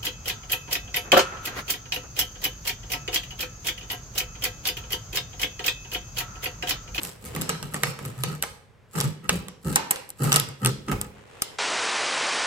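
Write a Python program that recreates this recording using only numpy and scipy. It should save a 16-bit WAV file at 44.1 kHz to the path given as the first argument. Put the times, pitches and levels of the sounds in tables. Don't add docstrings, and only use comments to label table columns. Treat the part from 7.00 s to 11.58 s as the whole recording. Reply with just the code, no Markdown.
import sys
import numpy as np
from scipy import signal
from scipy.fft import rfft, irfft
from scipy.io import wavfile
from scipy.ndimage import uniform_filter1d

SR = 44100
rng = np.random.default_rng(int(sys.argv[2]) if len(sys.argv) > 2 else 0)


def file_out(sig):
    cols = np.atleast_2d(sig).T
    lim = np.clip(cols, -1, 1)
    pcm = np.round(lim * 32767).astype(np.int16)
    wavfile.write(sys.argv[1], SR, pcm)


N = 202181
LEAD = 256

# t/s, length/s, shell boom/dB, boom pitch/Hz, panel knock/dB, laminate creak/dB, fizz/dB
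PULLS = [(0, 0.09, -47, 171, -49.5, -56, -42), (0.224, 0.045, -51, 158, -44.5, -55, -45),
         (0.344, 0.086, -32.5, 164.5, -35.5, -50.5, -50), (0.476, 0.084, -36, 167, -44, -46, -62),
         (0.609, .06, -34.5, 135, -43.5, -50.5, -50.5), (0.728, 0.033, -34, 152, -36, -39.5, -41.5),
         (0.814, 0.082, -31.5, 143, -45, -48, -41.5), (1.001, 0.099, -34.5, 127, -42.5, -52, -49.5),
         (1.161, 0.12, -32.5, 132.5, -52.5, -52.5, -48), (1.26, 0.087, -32, 155.3, -42, -43.5, -49),
         (1.943, 0.059, -28, 154.2, -37, -37.5, -37), (2.024, 0.04, -21, 142.5, -34.5, -40, -40),
         (2.234, .025, -38.5, 160, -43.5, -45.5, -59), (2.301, 0.056, -27.5, 178.3, -34.5, -53, -40.5),
         (2.447, 0.038, -40, 180.5, -57, -74, -69), (2.648, 0.076, -28.5, 160.3, -30.5, -41, -40),
         (3.199, 0.1, -22, 142, -30.5, -36, -37.5), (3.301, .1, -28, 146, -44, -34.5, -35),
         (3.457, 0.056, -37.5, 141.4, -55, -61, -69), (3.618, .07, -22.5, 129.4, -28.5, -34, -41.5),
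         (3.879, 0.054, -29.5, 148, -28, -34.5, -45.5), (4.011, 0.039, -46.5, 162, -47, -45.5, -52)]
# f/Hz, level/dB, t60/s
LAMINATE_MODES = [(478, 0, 0.076), (632, -43, 0.0086), (775, 1.5, 0.072), (860, 3.5, 0.048),
                  (948, 5.5, 0.0093), (1178, 0, 0.069), (1274, 7, 0.035), (1580, 2.5, 0.033),
                  (1930, 5, 0.026), (2620, 5, 0.017), (3060, 8, 0.0073), (3970, -5.5, 0.026)]
# f/Hz, level/dB
CRUNCH_SPECTRUM = [(50, -28), (140, 1), (300, 0.5), (520, 1.5), (800, -1), (1050, 3), (1500, 2.5),
                   (2200, 3), (2900, -2.5), (4300, -10), (7000, -5.5), (11000, -16), (16000, -40)]


def cracks():
    # t/s, snap/dB, ring/dB, snap tilt/(dB per octave), ring centre/Hz, room send/dB
    breaks = [(0.0326, -20.5, -52, 3, 1680, -2), (0.038, -23.5, -48, 7, 1710, 13),
              (0.05, -24, -63, 0, 1650, -2), (0.0735, -41, -60, 9, 1180, 8),
              (0.2511, -32.5, -53.5, 9, 1400, 19), (0.35, -24.5, -46, -2, 1300, 6.5),
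              (0.3622, -24, -33, 9, 1050, 3), (0.4127, -20.5, -57, 4.5, 1510, 10),
              (0.4174, -18.5, -38, 0.5, 1540, 4), (0.4928, -13.5, -28.5, 0, 1390, 6),
              (0.498, -21, -27.5, -10, 475, -16), (0.6274, -25, -40, -2, 1480, 3.5),
              (0.7428, -19.5, -32, 0.5, 1706, 2), (0.762, -37, -35.5, 8, 1140, 3),
              (0.8339, -10.5, -21.5, -2.5, 1777, 1), (0.843, -40, -34, 0, 2050, 5),
              (0.8689, -31, -37, 11, 1790, 2.5), (0.9891, -37, -39, 11, 1456, 5.5),
              (1.051, -27.5, -37, 0, 1315, -4), (1.0587, -29.5, -51, 9, 1200, 9),
              (1.2361, -14, -31.5, -2, 1410, 2.5), (1.239, -36, -32, 5, 485, 2.5),
              (1.4249, -12, -33, 4, 1620, 5), (1.436, -22, -30, -2.5, 940, 0.5),
              (1.9522, -36, -37, 13, 1240, 8.5), (1.977, -30, -35.5, 2, 1280, 11),
              (2.0027, -13.5, -36.5, 0.5, 1300, 3), (2.0104, -15, -31.5, -0.5, 948, 2.5),
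              (2.293, -6.5, -19, -9.5, 1400, -3), (2.297, -36, -29, -4, 1340, 2),
              (2.4834, -28, -43.5, -1, 1102, 2.5), (2.727, -26.5, -39, 2.5, 1505, 10),
              (2.7584, -3, -23.5, 2.5, 1290, -6), (2.761, -15.5, -21, -2.5, 882, 4.5),
              (2.9085, -8.5, -24.5, 9.5, 2440, 1.5), (2.9111, -6.5, -42, 6, 1140, -5),
              (2.9589, -25, -41, -4.5, 1490, 6), (3.091, -30.5, -77, 9, 1580, -15),
              (3.1026, -25, -53.5, 5, 1780, -7), (3.2346, -20.5, -39.5, 12.5, 1400, 18),
              (3.3199, -9, -26, -3.5, 1200, -1), (3.3274, -5.5, -25, -0.5, 1300, 3.5),
              (3.3413, -11.5, -24, -1.5, 1414, 0), (3.3482, -26, -28, 0, 1280, 1),
              (3.3598, -4, -23, -2, 1350, -5), (3.3627, -12.5, -27, 3, 1330, -1.5),
              (3.367, -11, -29.5, -2.5, 1340, 2), (3.3984, -10.5, -38, -3.5, 1430, -8),
              (3.4871, -31.5, -43.5, 7, 1500, 7), (3.648, -12.5, -29.5, -1, 1300, -2),
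              (3.6594, -7.5, -30, -1.5, 1380, -0.5), (3.6711, -17, -36, 2.5, 1310, -14),
              (3.8825, -54, -33.5, -3, 1256, 3.5), (3.915, -26, -30, 10, 1297, -9),
              (3.922, -39.5, -32.5, 6, 800, 6.5), (4.0133, -15, -40, 2, 1050, -9),
              (4.42, -11.5, -33, 1, 1360, 0), (4.4214, -15, -38.5, 2, 3000, 0)]
    direct, send = np.zeros((2, 2, N))
    for start_s, *voicing, send_db in breaks + ticks():
        start = max(int(start_s * SR) - LEAD, 0)
        near = one_crack(*voicing, rise_s=0.0006, crunch_db=-2, tone_db=-2)[:, :N - start]
        far = one_crack(*voicing, rise_s=0.0025, crunch_db=-0.5, tone_db=-6)[:, :N - start]
        span = slice(start, start + near.shape[1])
        direct[:, span] += near
        send[:, span] += from_db(send_db) * far
    return direct, send


def one_crack(snap_db, ring_db, tilt_db, centre_hz, rise_s, crunch_db, tone_db,
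              crunch_s=0.0068, max_lag_s=0.0003, size=4096):
    since_break = (np.arange(size) - LEAD) / SR
    t = np.maximum(since_break, 0)
    transient = snap(since_break, rise_s, tilt_db)
    onset = 1 - np.exp(-t / rise_s)
    burst = stereo_noise(width=0.39, size=size) * onset * np.exp(-t / crunch_s)
    crunch = colour(burst, CRUNCH_SPECTRUM, size=1024)
    tone = onset * laminate_tone(t, centre_hz)
    crunch, tone = (x / np.std(x[:, LEAD:LEAD + SR // 100]) for x in (crunch, tone))
    body = from_db(crunch_db) * crunch + from_db(tone_db) * tone
    left, right = from_db(snap_db) * transient + from_db(ring_db) * body * from_db([[-1], [1]])
    return np.array([np.roll(left, int(max_lag_s * SR * rng.uniform(0, 1))), right])


def snap(since_break, rise_s, tilt_db, tear_s=0.0022, scatter_s=0.0093, skirt_db=-20, rib_echo=0.34):
    # f/Hz, level/dB
    snap_spectrum = [(300, -6.5), (900, -37), (2000, -12), (2850, 2.5), (3500, 0.5), (5200, -1), (7000, 0),
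                     (8200, 8.5), (9800, -3.5), (11300, 5.5), (13300, -10.5), (14700, 1.5), (16000, -32.5)]
    t = np.maximum(since_break, 0)
    front = (t / rise_s) ** 2 * np.exp(2 * (1 - t / rise_s))
    skirt = np.exp(np.minimum(since_break, 0) / tear_s - t / scatter_s)
    burst = stereo_noise(width=0.33, size=len(t)) * (front + from_db(skirt_db) * skirt)
    hit = colour(burst, snap_spectrum, np.clip(tilt_db, -7, 9), size=512)
    echo_s = rng.uniform(0.00043, 0.0015)
    hit += rib_echo * np.roll(hit, int(echo_s * SR), axis=1)
    return hit * np.sqrt(0.001 * SR / np.sum(hit ** 2 / 2))


def laminate_tone(t, centre_hz, reach_octaves=0.14):
    hz, db, t60 = np.transpose(LAMINATE_MODES)[:, :, None]
    hz = hz * np.exp(rng.normal(0, 0.025, hz.shape))
    emphasis = 0.2 + np.exp(-(np.log2(hz / centre_hz) / reach_octaves) ** 2)
    strength = from_db(db + rng.normal(0, 1, hz.shape)) * emphasis
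    phase = rng.uniform(0, 2 * np.pi, len(hz)) + rng.normal(0, 0.35, (2, len(hz)))
    partials = strength * np.exp((2j * np.pi * hz - np.log(1000) / t60) * t)
    return np.imag(np.exp(1j * phase) @ partials)


def ticks(per_pull=2, over_fizz_db=9, over_creak_db=-5.5, scatter_db=2.5,
          tilt_db=4, centre_hz=1290, send_db=4):
    return [(start + length * rng.uniform(0.25, 1.1),
             fizz_db + over_fizz_db + scatter_db * rng.normal(),
             creak_db + over_creak_db, tilt_db, centre_hz, send_db)
            for start, length, *_, creak_db, fizz_db in PULLS for _ in range(per_pull)]


def peeling():
    # f/Hz, level/dB, t60/s
    panel_modes = [(199.2, 4.5, 0.095), (261.8, 2, 0.09), (302, 3.5, 0.038), (407, 5, 0.028),
                   (506.5, -4.5, 0.093), (552, -1, 0.018)]
    # f/Hz, level/dB
    fizz_spectrum = [(400, -22.5), (1500, -1.5), (3000, -3.5), (4500, -0.5), (6000, -6.5), (7800, 6.5),
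                     (9800, -6), (11400, 4.5), (13300, -14.5), (14800, -1), (16000, -16.5)]
    starts, lengths, boom_db, boom_hz, knock_db, creak_db, fizz_db = np.transpose(PULLS)
    boom = pull_gain(boom_db, lag_s=0.016, attack_s=0.0036, release_s=0.035, tail_db=-15.5, tail_s=0.12)
    knock = pull_gain(knock_db, lag_s=0.0021, attack_s=0.0032, release_s=0.031, tail_db=-7, tail_s=0.1)
    creak = pull_gain(creak_db, lag_s=0.0059, attack_s=0.0067, release_s=0.014,
                      tail_db=-21.5, tail_s=0.06)
    fizz = pull_gain(fizz_db, lag_s=0.0037, attack_s=0.012, release_s=0.033, tail_db=-17, tail_s=0.05)
    pitch_hz = np.interp(np.arange(N) / SR, starts + lengths / 2, boom_hz)
    slips = fractures(per_s=320, spread_db=3, length_s=0.00027, width=0.2)
    jerks = fractures(per_s=240, spread_db=6, length_s=0.00029, width=0.17)
    grains = fractures(per_s=1100, spread_db=4.5, length_s=0.00055, width=0.85)
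    peel = boom * shell_groan(slips, pitch_hz)
    peel += knock * levelled(ring_modes(jerks, panel_modes), window_s=0.026) * from_db([[-0.8], [0.8]])
    peel += creak * laminate_creak(grains) * from_db([[-1], [1]])
    return peel + fizz * levelled(colour(grains, fizz_spectrum), window_s=0.051)


def pull_gain(levels_db, lag_s, attack_s, release_s, tail_db, tail_s):
    starts, lengths = np.transpose(PULLS)[:2]
    timing = starts + lag_s, lengths - lag_s
    return np.maximum(swells(*timing, levels_db, attack_s, release_s),
                      swells(*timing, levels_db + tail_db, attack_s, tail_s))


def fractures(per_s, spread_db, length_s, width):
    triggers = rng.random(N) < per_s / SR
    sizes = triggers * from_db(spread_db * np.minimum(rng.exponential(1, N), 4))
    spurts = signal.lfilter([1], [1, -np.exp(-1 / (length_s * SR))], sizes + 1e-12)
    return spurts * stereo_noise(width)


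def shell_groan(slips, pitch_hz, steady_db=-7, rough_db=-3):
    steady = np.sqrt(2) * np.sin(2 * np.pi * (np.cumsum(pitch_hz) / SR + rng.random()))
    thuds = ring(slips, hz=137, t60=0.022)
    rough = levelled(bending(thuds, pitch_hz, width_hz=28), window_s=0.04)
    return levelled(from_db(steady_db) * steady + from_db(rough_db) * rough, window_s=0.09)


def bending(force, pitch_hz, width_hz):
    carrier = np.exp(2j * np.pi * np.cumsum(pitch_hz) / SR)
    lowpass = signal.butter(2, width_hz / 2, fs=SR, output="sos")
    return np.real(carrier * signal.sosfilt(lowpass, force * carrier.conj()))


def laminate_creak(grains, modes_db=-3, flange_db=-1, crunch_db=-12):
    # f/Hz, level/dB, t60/s
    flange_modes = [(423, -6, 0.065), (820, -8.5, .035), (1291, 2, 0.045), (1373, -1.5, 0.01)]
    creak = from_db(modes_db) * levelled(ring_modes(grains, LAMINATE_MODES), window_s=0.021)
    creak += from_db(flange_db) * levelled(ring_modes(grains, flange_modes), window_s=0.055)
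    return creak + from_db(crunch_db) * levelled(colour(grains, CRUNCH_SPECTRUM), window_s=0.028)


def glove():
    # t/s, length/s, level/dB
    strokes = [(0, 0.027, -40), (0.277, 0.23, -42), (0.68, 0.63, -49.5), (4.14, 0.048, -48.5),
               (4.28, 0.258, -48)]
    # f/Hz, level/dB
    rub_spectrum = [(150, -8.5), (300, 0.5), (450, 7.5), (700, 2), (1200, -1), (2000, -2.5), (3000, -5.5),
                    (5000, -15.5), (8000, -14.5), (16000, -34)]
    catches = fractures(per_s=2200, spread_db=2, length_s=0.0008, width=0.9)
    scuff = levelled(colour(catches, rub_spectrum), window_s=0.053)
    return swells(*np.transpose(strokes), attack_s=0.035, release_s=0.082) * scuff


def sway():
    # t/s, length/s, level/dB
    movements = [(0, 1.53, -51.5), (.26, 0.17, -43), (1.98, .06, -46), (2.304, 0.076, -38),
                 (2.662, 0.033, -34.5), (3.65, .23, -51.5), (3.927, 0.041, -32), (4.05, 0.03, -45.5)]
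    # f/Hz, level/dB
    rumble_spectrum = [(15, -39), (28, -31), (45, -4.5), (65, -2.5), (90, -4), (130, -4.5), (300, -45)]
    rumble = levelled(colour(stereo_noise(width=0.16), rumble_spectrum), window_s=0.94)
    return swells(*np.transpose(movements), attack_s=0.01, release_s=0.057) * rumble


def workshop_reverb(send, build_s=0.0014, bands=10):
    # f/Hz, t60/s
    decay_times = [(120, 0.75), (500, 0.5), (2000, 0.4947), (5000, 0.4245), (9000, 0.4), (15000, 0.3)]
    # f/Hz, level/dB
    return_levels = [(120, -21), (400, -0.5), (1300, -9.5), (3000, -7.5), (6000, -6.5), (9000, -23),
                     (15000, -20.5)]
    t = np.arange(SR) / SR
    edges_hz = np.geomspace(60, 19000, bands + 1)
    response = 0
    for low, high in zip(edges_hz, edges_hz[1:]):
        hz = np.sqrt(low * high)
        decay = np.exp(-np.log(1000) * t / at_hz(decay_times, hz)) * (1 - np.exp(-t / build_s))
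        bandpass = signal.butter(2, [low, high], "band", fs=SR, output="sos")
        band = signal.sosfilt(bandpass, stereo_noise(width=hz / (hz + 250), size=SR))
        response += from_db(at_hz(return_levels, hz)) * band * decay / np.linalg.norm(decay)
    return signal.fftconvolve(send, response, axes=1)[:, :N]


def room_tone(level_db=-55.5):
    # f/Hz, level/dB
    air_spectrum = [(20, -25.5), (45, -7), (110, 2), (300, -17.5), (440, -9), (650, -17.5), (2000, -21),
                    (5000, -35.5), (9000, -40), (16000, -50.5)]
    return from_db(level_db) * colour(stereo_noise(width=0.49), air_spectrum)


def from_db(db):
    return 10 ** (np.asarray(db) / 20)


def at_hz(points, hz):
    f, value = np.transpose(points)
    return np.interp(np.log(np.maximum(hz, 1)), np.log(f), value)


def colour(x, spectrum, tilt_db=0, size=8192):
    hz = np.fft.rfftfreq(size, 1 / SR)
    octaves = np.log2(np.maximum(hz / 2000, 1))
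    cepstrum = irfft(np.log(from_db(at_hz(spectrum, hz) + tilt_db * octaves)))
    causal = 2 * cepstrum[:size // 2] * (np.arange(size // 2) > 0)
    response = irfft(np.exp(rfft(causal, size)))
    return signal.fftconvolve(x, response[None] / np.linalg.norm(response))[:, :x.shape[1]]


def ring(x, hz, t60):
    radius, angle = np.exp(-np.log(1000) / (t60 * SR)), 2 * np.pi * hz / SR
    return signal.lfilter([0, np.sin(angle)], [1, -2 * radius * np.cos(angle), radius ** 2], x + 1e-18)


def ring_modes(force, modes):
    return sum((-1) ** k * from_db(db) * ring(force, hz, t60) for k, (hz, db, t60) in enumerate(modes))


def stereo_noise(width, size=N):
    mid, side = rng.standard_normal((2, size))
    return (mid + width * side * np.array([[1], [-1]])) / np.sqrt(1 + width ** 2)


def levelled(x, window_s):
    size = int(window_s * SR / 2)
    power = uniform_filter1d(uniform_filter1d(np.mean(x ** 2, axis=0), size), size)
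    return x / np.sqrt(np.maximum(power, 0) + 1e-4 * power.mean())


def swells(starts, lengths, levels_db, attack_s, release_s):
    t = np.arange(0, N, 16) / SR
    power = 0
    for start, length, db in zip(starts, lengths, levels_db):
        rise = 0.5 + 0.5 * np.tanh((t - start) / (2 * attack_s))
        fall = np.exp(-np.maximum(t - start - length, 0) / release_s)
        power += (from_db(db) * rise * fall) ** 2
    return np.interp(np.arange(N) / SR, t, np.sqrt(power))


def scene(handling_send_db=-7.5):
    direct_cracks, crack_send = cracks()
    handling = peeling() + glove()
    bed = room_tone()
    reverb = workshop_reverb(crack_send + from_db(handling_send_db) * handling)
    return direct_cracks + handling + reverb + sway() + bed


def record(dry, ceiling=1.1, cutoff_hz=16300):
    lowpass = signal.ellip(10, 0.2, 80, cutoff_hz, fs=SR, output="sos")
    return signal.sosfilt(lowpass, ceiling * np.tanh(dry / ceiling))


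dry = scene()
out = record(dry)
file_out(out)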